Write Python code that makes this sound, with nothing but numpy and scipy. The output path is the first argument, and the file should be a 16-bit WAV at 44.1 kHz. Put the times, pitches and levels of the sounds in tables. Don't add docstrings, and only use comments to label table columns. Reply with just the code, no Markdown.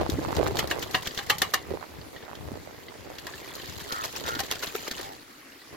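import sys
import numpy as np
from scipy import signal
from scipy.fft import rfft, irfft
from scipy.io import wavfile
from scipy.ndimage import uniform_filter1d

SR = 44100
rng = np.random.default_rng(int(sys.argv[2]) if len(sys.argv) > 2 else 0)


def master_out(mix):
    frames = np.transpose(np.atleast_2d(mix))
    ceiling = np.clip(frames, -1, 1)
    pcm = np.round(ceiling * 32767).astype(np.int16)
    wavfile.write(sys.argv[1], SR, pcm)


N = 254016
T = np.arange(N) / SR
CUTOFF_HZ = 16100

# start_s, level_db, spray_db (re slap),
# first_pocket_hz, second_pocket_hz, contact_s, basin_pitch_ratio
SLAPS = [(0.5899, -22, -4, 1980, 3030, 0.0031, 1.16), (0.712, -23, -10, 1810, 2820, 0.004, 0.92),
         (0.944, -17.5, -29, 1890, 2960, 0.0057, 1), (1.1879, -26.5, -24, 1630, 3540, 0.0014, 1.06),
         (1.298, -15.5, -4, 1698, 2730, 0.0049, 1.1), (1.4176, -17, -2, 1820, 3540, 0.002, 1.05),
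         (1.537, -19, -2.5, 1213, 1780, 0.0058, 1.02), (3.267, -32.5, -6, 1720, 1900, 0.002, 0.91),
         (4.036, -35.5, 2.5, 1870, 3280, 0.021, 0.9), (4.391, -28.5, -0.5, 1580, 3050, 0.012, 1.05),
         (4.512, -27, 0, 3620, 2850, 0.0016, 0.98), (4.625, -33.5, -1, 1440, 2800, 0.013, 1.45)]
# start_s, level_db, treble_db (re flick)
FLICKS = [(0.0987, -30, -5), (0.57, -25.5, -16), (0.8267, -28.5, -21), (1.023, -35.5, -16),
          (1.056, -35, -16), (1.0722, -26, -14), (1.1756, -25.5, -13), (1.3833, -32.5, -1.5),
          (0.366, -27, -15), (2.3532, -37.5, -29), (3.1847, -31, -27), (3.5538, -45, 6.5),
          (3.696, -38.5, -3), (3.812, -46, 4), (3.9222, -27, -6.5), (4.0503, -38.5, 2), (4.263, -34, -3),
          (4.351, -27.5, -24), (4.5134, -26.5, -14), (4.532, -39, -20), (4.669, -31, -20),
          (4.9123, -26.5, -11), (4.98, -34, -30), (5.011, -35.5, -6), (5.043, -41, -4)]
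# peak_s, level_db, pitch_hz, left_right_db
EDDIES = [(0.093, -13.5, 306, 10), (0.187, -15, 316, -9), (0.3977, -8, 557, -12), (0.407, -8.5, 420, -25),
          (1.7136, -17, 380, -15), (1.739, -17, 467, -7), (1.748, -22.5, 403, -19),
          (2.5178, -25.5, 247, -4)]
# start_s, length_s, first_pitch_hz, last_pitch_hz, throat_hz, level_db (at the middle)
QUACKS = [(0.22, 0.15, 100, 106.4, 950, -42), (3.889, 0.14, 111.7, 105.3, 1313, -34),
          (3.98, 0.086, 105.8, 110.4, 1070, -38), (4.244, 0.14, 113.6, 117.8, 1390, -34),
          (4.989, 0.17, 98.7, 96.5, 820, -43)]
# pitch_hz, width_hz, level_db
BASIN_MODES = [(757, 42, 14), (1062, 127, 11), (1100, 230, -0.5), (1734, 220, 8), (1960, 140, 1.5),
               (2758, 100, 9.5), (3700, 130, 1.5)]
# pitch_hz, level_db
SLAP_SPECTRUM = [(150, -12), (500, -1), (800, -8.5), (1450, -5.5), (1850, -2.5), (2400, -19), (2900, -2),
                 (4300, -3), (6500, -25), (16000, -70)]
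SPRAY_SPECTRUM = [(1500, -73), (4000, 11.5), (6800, 9), (9000, 0), (11500, 8.5), (14500, 7.5), (16500, -26)]
SWEEP_SPECTRUM = [(150, -21.5), (400, 9.5), (900, -7), (1800, -1.5), (2400, -10), (3000, -6.5),
                  (4300, -5.5), (7000, -7), (9000, -28), (12000, -4.5), (16000, -17)]
FLICK_SPECTRUM = [(300, 9.5), (1000, -0.5), (1900, 11.5), (2400, -0.5), (3300, 12), (4600, 8.5),
                  (7000, 0.5), (9500, -13.5), (16000, -5)]
SLOSH_SPECTRUM = [(200, -1.5), (600, -7), (1100, 3), (1500, -2.5), (1950, 3), (2500, -8.5), (3100, -9),
                  (4500, -25), (8000, -4)]
PATTER_SPECTRUM = [(1200, -32), (3000, 1.5), (4400, 5.5), (5600, -4), (7000, 2.5), (9000, -14),
                   (12000, 1.5), (16000, -11)]
# pitch_hz, level_db
RUMBLE_SPECTRUM = [(42, -20.5), (68, 2.5), (170, -3.5), (260, -12), (600, -46.5)]
FLUTTER_SPECTRUM = [(40, -13.5), (150, -23.5), (290, -2.5), (420, -1), (1000, -11.5), (1800, -25),
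                    (4000, -28), (12000, -50)]
AIR_SPECTRUM = [(179, -16.5), (287, -6.5), (632, -15.5), (2010, -7.5), (3060, -16), (4780, -14),
                (8980, -22.5), (12000, -17), (16000, -25.5)]
# middle_s, level_db, half_length_s
PUFFS = [(.01, -32, 0.011), (.34, -43, 0.046), (.44, -40, 0.05), (.78, -39.5, 0.03), (1.825, -41, 0.025),
         (2.045, -49, 0.014), (2.3, -42, 0.033), (2.70, -51, 0.032), (2.925, -47, 0.02),
         (5.745, -52, 0.014)]
# pitch_hz, likeness (0-1), phase_rad (right port), left_right_db
PORTS = [(201, 1, 0, 4.5), (1300, 0, 0.43, 0), (2770, 0.5, -0.4, 1), (4800, 0.12, -0.1, 0),
         (7000, 0, 2.5, -0.5), (10500, 0.24, 4, -3.5), (14600, 0.4, 1, -1.5)]
# first_stroke_s, last_stroke_s, hardest_s, hardest_level_db,
# flick_delay_s (negative: before the stroke), flick_db (re stroke), flick_treble_db (re flick),
# slosh_db, patter_db
BOUTS = [(0.122, 1.54, 0.85, -31, -0.039, -8.5, 1, -45, -51.5),
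         (3.333, 4.997, 4.43, -30, 0.033, -4.5, -10, -46.5, -45.5)]
# middle_s, half_length_s, rumble_db, rumble_left_right_db, flutter_db
GUSTS = [(0, 0.05, -38.5, 21, -24.5), (0.138, 0.018, -28, 2, -44), (0.44, 0.096, -45, 29, -30.5),
         (0.428, 0.36, -48, 28.5, -32), (1.718, 0.036, -38.5, 5, -35.5), (1.97, 0.084, -46.5, 3, -64),
         (2.5, 0.088, -42, 8.5, -41.5), (3.745, 0.17, -54.5, 22, -66), (4.3, 0.14, -51, 19.5, -42),
         (5.76, 0.051, -57, 7, -44.5)]
# start_s, level_db, pitch_hz
DRIPS = [(1.109, -32, 4700), (2.013, -37, 4470), (2.163, -31.5, 1870), (2.224, -41, 1720),
         (2.8831, -34, 2010), (3.337, -33, 1720), (3.597, -32, 3050), (5.5207, -41.5, 2780),
         (5.6164, -42.5, 1930)]
# start_s, length_s, first_pitch_hz, last_pitch_hz, level_db
GULPS = [(0.148, 0.067, 198, 346, -32), (0.468, 0.055, 350, 430, -30), (4.359, 0.019, 274, 318, -34),
         (5.71, 0.061, 395, 430, -48)]
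# peak_s, level_db
POPS = [(0.0144, -8.5), (0.033, -13), (0.0643, -11.5), (0.233, -15.5), (0.25, -12), (0.307, -13.5),
        (0.3288, -10.5), (0.3723, -13), (0.3868, -12), (0.4301, -7), (0.4658, -8), (0.4853, -12.5),
        (0.556, -13), (0.629, -15), (0.787, -15), (1.773, -19), (2.3323, -20), (2.675, -23.5), (2.94, -31),
        (3.075, -25.5), (3.1019, -22.5), (3.119, -26)]

STROKES_PER_S, EFFORT_FALL_DB, SWEEP_HALF_S = 8.4, 23.5, 0.011
CALM_SLOSH_DB, CALM_PATTER_DB, STIR_DB_PER_S, SETTLE_DB_PER_S = -56, -60, 42, 53
PATTER_FOLLOWS = 0.14
BREEZE_RUMBLE_DB, BREEZE_FLUTTER_DB, BREEZE_PAN_DB = -58, -46.5, 13.5
LULL_S, LULL_FALL_S, LULL_DB = 5.1, 0.25, -18.5
DRAUGHT_DB, DRAUGHT_LAG_S, DRAUGHT_HALF_S = -28, 0.042, 0.039
THROAT_WIDTH_HZ, UPPER_HZ, UPPER_WIDTH_HZ, UPPER_DB = 88, 1780, 150, -12
QUACK_FADE_DB = 5


def from_db(db):
    return 10 ** (np.asarray(db) / 20)


def rms_one(x):
    return x / np.sqrt(np.mean(x ** 2) + 1e-20)


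def log_bins():
    return np.log(np.arange(N // 2 + 1) * SR / N + 1)


def at_bins(points):
    hz, value = np.transpose(points)
    return np.interp(log_bins(), np.log(hz), value)


def colour(x, spectrum):
    cepstrum = irfft(np.log(from_db(at_bins(spectrum))), N)
    causal = cepstrum * 2 * (np.arange(N) < N // 2)
    return irfft(rfft(x) * np.exp(rfft(causal)), N)


def resonate(x, hz, width_hz):
    r = np.exp(-np.pi * width_hz / SR)
    zeros = np.array([1, 0, -1]) * (1 - r * r) / 2
    poles = [1, -2 * r * np.cos(2 * np.pi * hz / SR), r * r]
    return signal.lfilter(zeros, poles, x)


def stereo(pair):
    alike, phase, pan_db = (at_bins(np.array(PORTS)[:, [0, k]]) for k in range(1, 4))
    alike = np.clip(alike, 0, 1)
    shared, apart = rfft(pair) * np.sqrt([1 + alike, 1 - alike])
    left = (shared + apart) * from_db(pan_db)
    right = (shared - apart) * np.exp(1j * phase)
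    ports = irfft(np.array([left, right]), N)
    return ports / np.std(ports.mean(axis=0))


def patchy(x, depth_db, per_s, count=15):
    place = np.interp(log_bins(), np.log([700, CUTOFF_HZ]), [0, count - 1])
    spectrum, out = rfft(x), 0
    for k, chance in enumerate(rng.standard_normal((count, SR))):
        gain = from_db(depth_db * np.interp(T * per_s, np.arange(SR), chance))
        band = irfft(spectrum * np.maximum(1 - np.abs(place - k), 0), N)
        out = out + gain * band
    return out * np.std(x) / np.std(out)


def clicks(per_s, spread_db):
    size = from_db(spread_db * np.minimum(rng.exponential(1, N), 4))
    return (rng.random(N) < per_s / SR) * size


def impulses(s, db):
    out = np.zeros(N)
    np.add.at(out, (np.asarray(s) * SR).astype(int), from_db(db))
    return out


def crackle(per_s, spread_db, burst_s=0.0012):
    puffs = clicks(per_s, spread_db) ** 2 + 1e-12
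    power = signal.lfilter([1], [1, -np.exp(-2 / (burst_s * SR))], puffs)
    return np.sqrt(power) * rng.standard_normal((2, N))


def strike(s, rise_s, hold_s, t60):
    out, first = np.zeros(N), max(int(s * SR), 0)
    age = T[:min(SR // 2, N - first)]
    decay = from_db(-60 * np.maximum(age - hold_s, 0) / t60)
    out[first:first + len(age)] = np.minimum(age / rise_s, 1) * decay
    return out


def swells(rows):
    return sum(from_db(db) / (1 + np.abs((T - s) / half_s) ** 3) for s, db, half_s in rows)


def panned(pan_db):
    return from_db([[pan_db / 2], [-pan_db / 2]])


def farmyard(throb_db=-59, throb_hz=290, beats_per_s=11.7):
    air = from_db(-53.5) * patchy(stereo(colour(rng.standard_normal((2, N)), AIR_SPECTRUM)), 2.8, 16)
    drone = stereo(resonate(rng.standard_normal((2, N)), throb_hz, width_hz=105))
    return air + from_db(throb_db) * drone * (1 + 0.49 * np.cos(2 * np.pi * beats_per_s * T))


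def airflow():
    breeze = from_db(LULL_DB * np.clip((T - LULL_S) / LULL_FALL_S, 0, 1))
    draught = swells([(s + DRAUGHT_LAG_S, db + DRAUGHT_DB, DRAUGHT_HALF_S) for s, db, *_ in SLAPS])
    rumble = np.hypot(breeze * from_db(BREEZE_RUMBLE_DB) * panned(BREEZE_PAN_DB), draught)
    flutter = breeze * from_db(BREEZE_FLUTTER_DB)
    for s, half_s, rumble_db, pan_db, flutter_db in GUSTS:
        gust = swells([(s, 0, half_s)])
        rumble = np.hypot(rumble, gust * from_db(rumble_db) * panned(pan_db))
        flutter = np.hypot(flutter, gust * from_db(flutter_db))
    return rumble, flutter


def port_turbulence(spectrum, per_s, spread_db):
    lumps = [clicks(per_s, spread_db) * rng.choice([-1, 1], N) for port in range(2)]
    return np.array([rms_one(colour(lump, spectrum)) for lump in lumps])


def thud(s, hz, cycles):
    return strike(s - .5 / hz, .5 / hz, 1 / hz, cycles / hz) * np.cos(2 * np.pi * hz * (T - s))


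def port_pops(thud_db=-5.5, cusp_db=-4, pop_hz=620, pop_cycles=5, cusp_s=0.000084):
    right = np.zeros(N)
    for s, db in POPS:
        cusp = np.exp(-np.minimum(np.abs(T - s) / cusp_s, 20))
        own_hz = pop_hz * 2 ** rng.uniform(-0.43, 0.75)
        right += from_db(db) * (from_db(cusp_db) * cusp + from_db(thud_db) * thud(s, own_hz, pop_cycles))
    return np.array([np.zeros(N), right])


def wind(flutter_db=(-4, 0), puff_db=(-9, 3), puff_hz=750, puff_width_hz=700, eddy_db=-4, eddy_cycles=9):
    rumble, flutter = airflow()
    out = rumble * port_turbulence(RUMBLE_SPECTRUM, 300, 4.74)
    out += flutter * from_db(flutter_db)[:, None] * port_turbulence(FLUTTER_SPECTRUM, 400, 4.3)
    pops = np.array([clicks(200, 2) for port in range(2)])
    lowpass = signal.butter(2, 1800, fs=SR, output="sos")
    sputter = rms_one(signal.sosfilt(lowpass, resonate(pops, puff_hz, puff_width_hz)))
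    out += swells(PUFFS) * from_db(puff_db)[:, None] * sputter
    for s, db, hz, pan_db in EDDIES:
        out += from_db(db + eddy_db) * rms_one(panned(pan_db)) * thud(s, hz, eddy_cycles)
    return out + port_pops()


def effort_db(s, hardest_s):
    return -EFFORT_FALL_DB * (s - hardest_s) ** 2


def agitation():
    slosh, patter = from_db(CALM_SLOSH_DB), from_db(CALM_PATTER_DB)
    for first, last, hardest_s, *_, slosh_db, patter_db in BOUTS:
        stirred_db = -STIR_DB_PER_S * np.maximum(first - T, 0) - SETTLE_DB_PER_S * np.maximum(T - last, 0)
        slosh = np.hypot(slosh, from_db(slosh_db + stirred_db))
        follow_db = PATTER_FOLLOWS * effort_db(T, hardest_s)
        patter = np.hypot(patter, from_db(patter_db + stirred_db + follow_db))
    return slosh, patter


def bubbles(low_hz, high_hz, per_s, cycles, spread_db=5.0, count=26):
    pitches = np.geomspace(low_hz, high_hz, count)
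    born = rng.random((2, N)) < per_s * count / SR
    size = from_db(spread_db * np.minimum(rng.exponential(1, (2, N)), 3))
    kicks = size * rng.choice([-1, 1], (2, N)) * born
    dealt = rng.integers(0, count, (2, N))
    swarm = 0
    for k, hz in enumerate(pitches):
        swarm = swarm + resonate(kicks * (dealt == k) + 1e-18, hz, 2 * hz / cycles) / hz ** .5
    return rms_one(swarm)


def drop_ticks():
    return stereo(bubbles(1200, 13000, per_s=9, cycles=20, spread_db=3.5))


def stirred_water(slosh_db=-5, patter_db=-3.0, drop_db=-7):
    slosh, patter = agitation()
    gurgle = stereo(colour(bubbles(350, 4500, per_s=22, cycles=20), SLOSH_SPECTRUM))
    clump_band = signal.butter(2, [12, 45], "band", fs=SR, output="sos")
    clumps = from_db(2.2 * rms_one(signal.sosfilt(clump_band, rng.standard_normal(N))))
    fizz = clumps * patchy(stereo(colour(crackle(1500, 3.5), PATTER_SPECTRUM)), 3.5, 50)
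    fizz = fizz + .7 * stereo(bubbles(1300, 5000, per_s=6, cycles=45, spread_db=5))
    drops = from_db(patter_db) * fizz + from_db(drop_db) * clumps * drop_ticks()
    return slosh * from_db(slosh_db) * gurgle + patter * drops


def strokes():
    sweep_rows, flick_rows = [], []
    for first, last, hardest_s, top_db, flick_s, flick_db, treble_db, *_ in BOUTS:
        for s in np.linspace(first, last, round((last - first) * STROKES_PER_S) + 1):
            db = top_db + effort_db(s, hardest_s)
            sweep_rows.append((s, db, SWEEP_HALF_S))
            flick_rows.append((s + flick_s, db + flick_db, treble_db))
    return sweep_rows, flick_rows


def bubble_ring(s, hz, rise_s, t60):
    out = strike(s, rise_s, 0, t60)
    on = out > 0
    out[on] *= np.sin(2 * np.pi * hz * (T[on] - s))
    return out


def air_pockets(s, hz, contact_s, cycles=50, scatter=0.237, small_db=-9, count=4):
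    out = bubble_ring(s + 0.001448, hz, 0.0001, cycles / hz)
    for delay, size in rng.random((count, 2)):
        own_hz = hz * np.exp(scatter * (4 * size - 2))
        out += from_db(small_db) * bubble_ring(s + delay * contact_s, own_hz, 0.0011, cycles / own_hz)
    return out


def snaps(rows, snap_db=14):
    s, db, _ = np.transpose(rows)
    return colour(impulses(s, db + snap_db), FLICK_SPECTRUM)


def flicks(tick_db=-6, spray_db=-3, pocket_db=-6, pocket_hz=3200, tick_t60=0.036, tail_db=-20, tail_t60=0.42):
    tick = spray = pockets = 0
    _, flick_rows = strokes()
    rows = FLICKS + flick_rows
    for s, db, treble_db in rows:
        tail = from_db(tail_db) * strike(s, 0.001, 0.022, tail_t60)
        shape = from_db(db) * (strike(s, 0.00018, 0.0024, tick_t60) + tail)
        tick = tick + shape
        spray = spray + shape * from_db(treble_db)
        own_hz = pocket_hz * 2 ** rng.uniform(-0.43, 0.47)
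        pockets = pockets + from_db(db) * air_pockets(s, own_hz, 0.0021)
    return (snaps(rows)
            + from_db(tick_db) * tick * stereo(colour(crackle(4000, 1.8), FLICK_SPECTRUM))
            + from_db(pocket_db) * pockets
            + from_db(spray_db) * spray * stereo(colour(crackle(7400, 5.1), SPRAY_SPECTRUM)))


def wing_sweeps(level_db=-5.0, bubble_db=-6, drop_db=-11):
    scrape = from_db(level_db) * patchy(stereo(colour(crackle(3000, 8.7), SWEEP_SPECTRUM)), 5, 110)
    churn = from_db(bubble_db) * stereo(bubbles(700, 7000, per_s=45, cycles=26))
    sweep_rows, _ = strokes()
    return swells(sweep_rows) * (scrape + churn + from_db(drop_db) * drop_ticks())


def gulps():
    out = np.zeros(N)
    for s, length, first_hz, last_hz, db in GULPS:
        on = (T > s) & (T < s + length)
        along = (T[on] - s) / length
        turns = np.cumsum(first_hz + (last_hz - first_hz) * along) / SR
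        out[on] += from_db(db) * np.sin(np.pi * along) * np.sin(2 * np.pi * turns)
    return out


def quacks(jitter=0.009, rasp_db=-9, lag_s=0.00044, count=22):
    source = np.zeros(N)
    for start, length, first_hz, last_hz, throat_hz, top_db in QUACKS:
        on = (T > start) & (T < start + length)
        hz = np.linspace(first_hz, last_hz, on.sum())
        db = top_db - QUACK_FADE_DB * np.linspace(-1, 1, len(hz)) ** 2
        waver = rms_one(uniform_filter1d(rng.standard_normal(len(hz)), size=300))
        turns = np.cumsum(hz * (1 + jitter * waver)) / SR
        k = np.arange(5, count)[:, None]
        place = k * hz.mean()
        throat = (1 / (1 + 1j * (place - throat_hz) / THROAT_WIDTH_HZ) ** 2
                  + from_db(UPPER_DB) / (1 + 1j * (place - UPPER_HZ) / UPPER_WIDTH_HZ) ** 2)
        rasp = rms_one(uniform_filter1d(rng.standard_normal((len(k), len(hz))), size=300))
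        harmonics = throat * (1 + from_db(rasp_db) * rasp) * np.exp(2j * np.pi * k * turns)
        voice = rms_one(harmonics.real.sum(axis=0))
        source[on] += voice * from_db(db) * signal.windows.tukey(len(hz), .1)
    return np.array([np.interp(T - lag_s, T, source), source])


def closing_pocket(s, hz, level_db=-2, cycles=100):
    return from_db(level_db) * bubble_ring(s, hz, 0.00039, cycles / hz)


def body(x, modes):
    return sum(from_db(db) * resonate(x, hz, width) for hz, width, db in modes)


def basin_ring(impact, ring_db, ring_t60, hollow_db):
    out, air = np.zeros((2, N)), stereo(rng.standard_normal((2, N)))
    for s, db, *_, contact_s, ratio in SLAPS:
        span = slice(int(s * SR), int(s * SR) + SR // 3)
        drive = from_db(hollow_db) * impact[:, span] * (T[span] < s + .1)
        ringing = strike(s, 0.0074, contact_s, ring_t60)[span] * air[:, span]
        drive = drive + from_db(db + ring_db) * ringing
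        out[:, span] += body(drive, [(hz * ratio, width, level_db) for hz, width, level_db in BASIN_MODES])
    return out


def slaps_and_dip(smack_db=-8.0, hollow_db=-7, pocket_db=2.0, ring_db=-5.5, spray_db=-7, burst_db=9,
                  burst_t60=0.0096, wash_db=-19, crack_db=16, crack_spray_db=-10, crack_lag_s=0.0012,
                  smack_t60=0.048, ring_t60=0.15, spray_t60=0.061, wash_t60=0.12):
    smack = spray = wash = pockets = cracks = bright_cracks = 0
    for s, db, spray_rel_db, first_hz, second_hz, contact_s, _ in SLAPS:
        gain, close_s = from_db(db), s + contact_s
        smack = smack + gain * strike(s, 0.00058, contact_s, smack_t60)
        pockets = pockets + gain * (air_pockets(s, first_hz, contact_s) + closing_pocket(close_s, second_hz))
        wash = wash + gain * strike(s, 0.003, contact_s, wash_t60)
        burst = from_db(burst_db) * strike(close_s, 0.00052, 0, burst_t60)
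        spray = spray + from_db(db + spray_rel_db) * (strike(s, 0.00038, contact_s, spray_t60) + burst)
        pair = impulses([s + crack_lag_s, close_s], db + crack_db)
        cracks = cracks + pair
        bright_cracks = bright_cracks + pair * from_db(spray_rel_db + crack_spray_db)
    splash = patchy(stereo(colour(crackle(5000, 3.6), SLAP_SPECTRUM)), 2.3, 200)
    impact = from_db(smack_db) * smack * splash + colour(cracks, SLAP_SPECTRUM)
    wash_noise = patchy(stereo(colour(crackle(2800, 12.0), SWEEP_SPECTRUM)), 1.3, 69.65)
    return (impact + basin_ring(impact, ring_db, ring_t60, hollow_db)
            + colour(bright_cracks, SPRAY_SPECTRUM)
            + from_db(pocket_db) * pockets
            + from_db(wash_db) * wash * wash_noise
            + from_db(spray_db) * spray * stereo(colour(crackle(3340, 3.2), SPRAY_SPECTRUM)))


def drips(ring_db=-2, tick_db=-9, tick_t60=0.057, cycles=90, rise_per_s=2.5):
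    tick = ring = 0
    for s, db, hz in DRIPS:
        tick = tick + from_db(db) * strike(s, 0.0014, 0.0008, tick_t60)
        turns = hz * (T - s) * (1 + rise_per_s * (T - s) / 2)
        ring = ring + from_db(db) * strike(s, 0.00038, 0, cycles / hz) * np.sin(2 * np.pi * turns)
    splash = stereo(colour(crackle(5000, 3.0), SLAP_SPECTRUM))
    return from_db(ring_db) * ring + from_db(tick_db) * tick * splash


def scene():
    surroundings = farmyard() + wind()
    bathing = stirred_water() + flicks() + wing_sweeps() + gulps() + slaps_and_dip() + drips()
    return surroundings + bathing + quacks()


def record(dry):
    lowpass = signal.ellip(10, .2, 80, CUTOFF_HZ, fs=SR, output="sos")
    return signal.sosfilt(lowpass, np.tanh(dry))


dry = scene()
out = record(dry)
master_out(out)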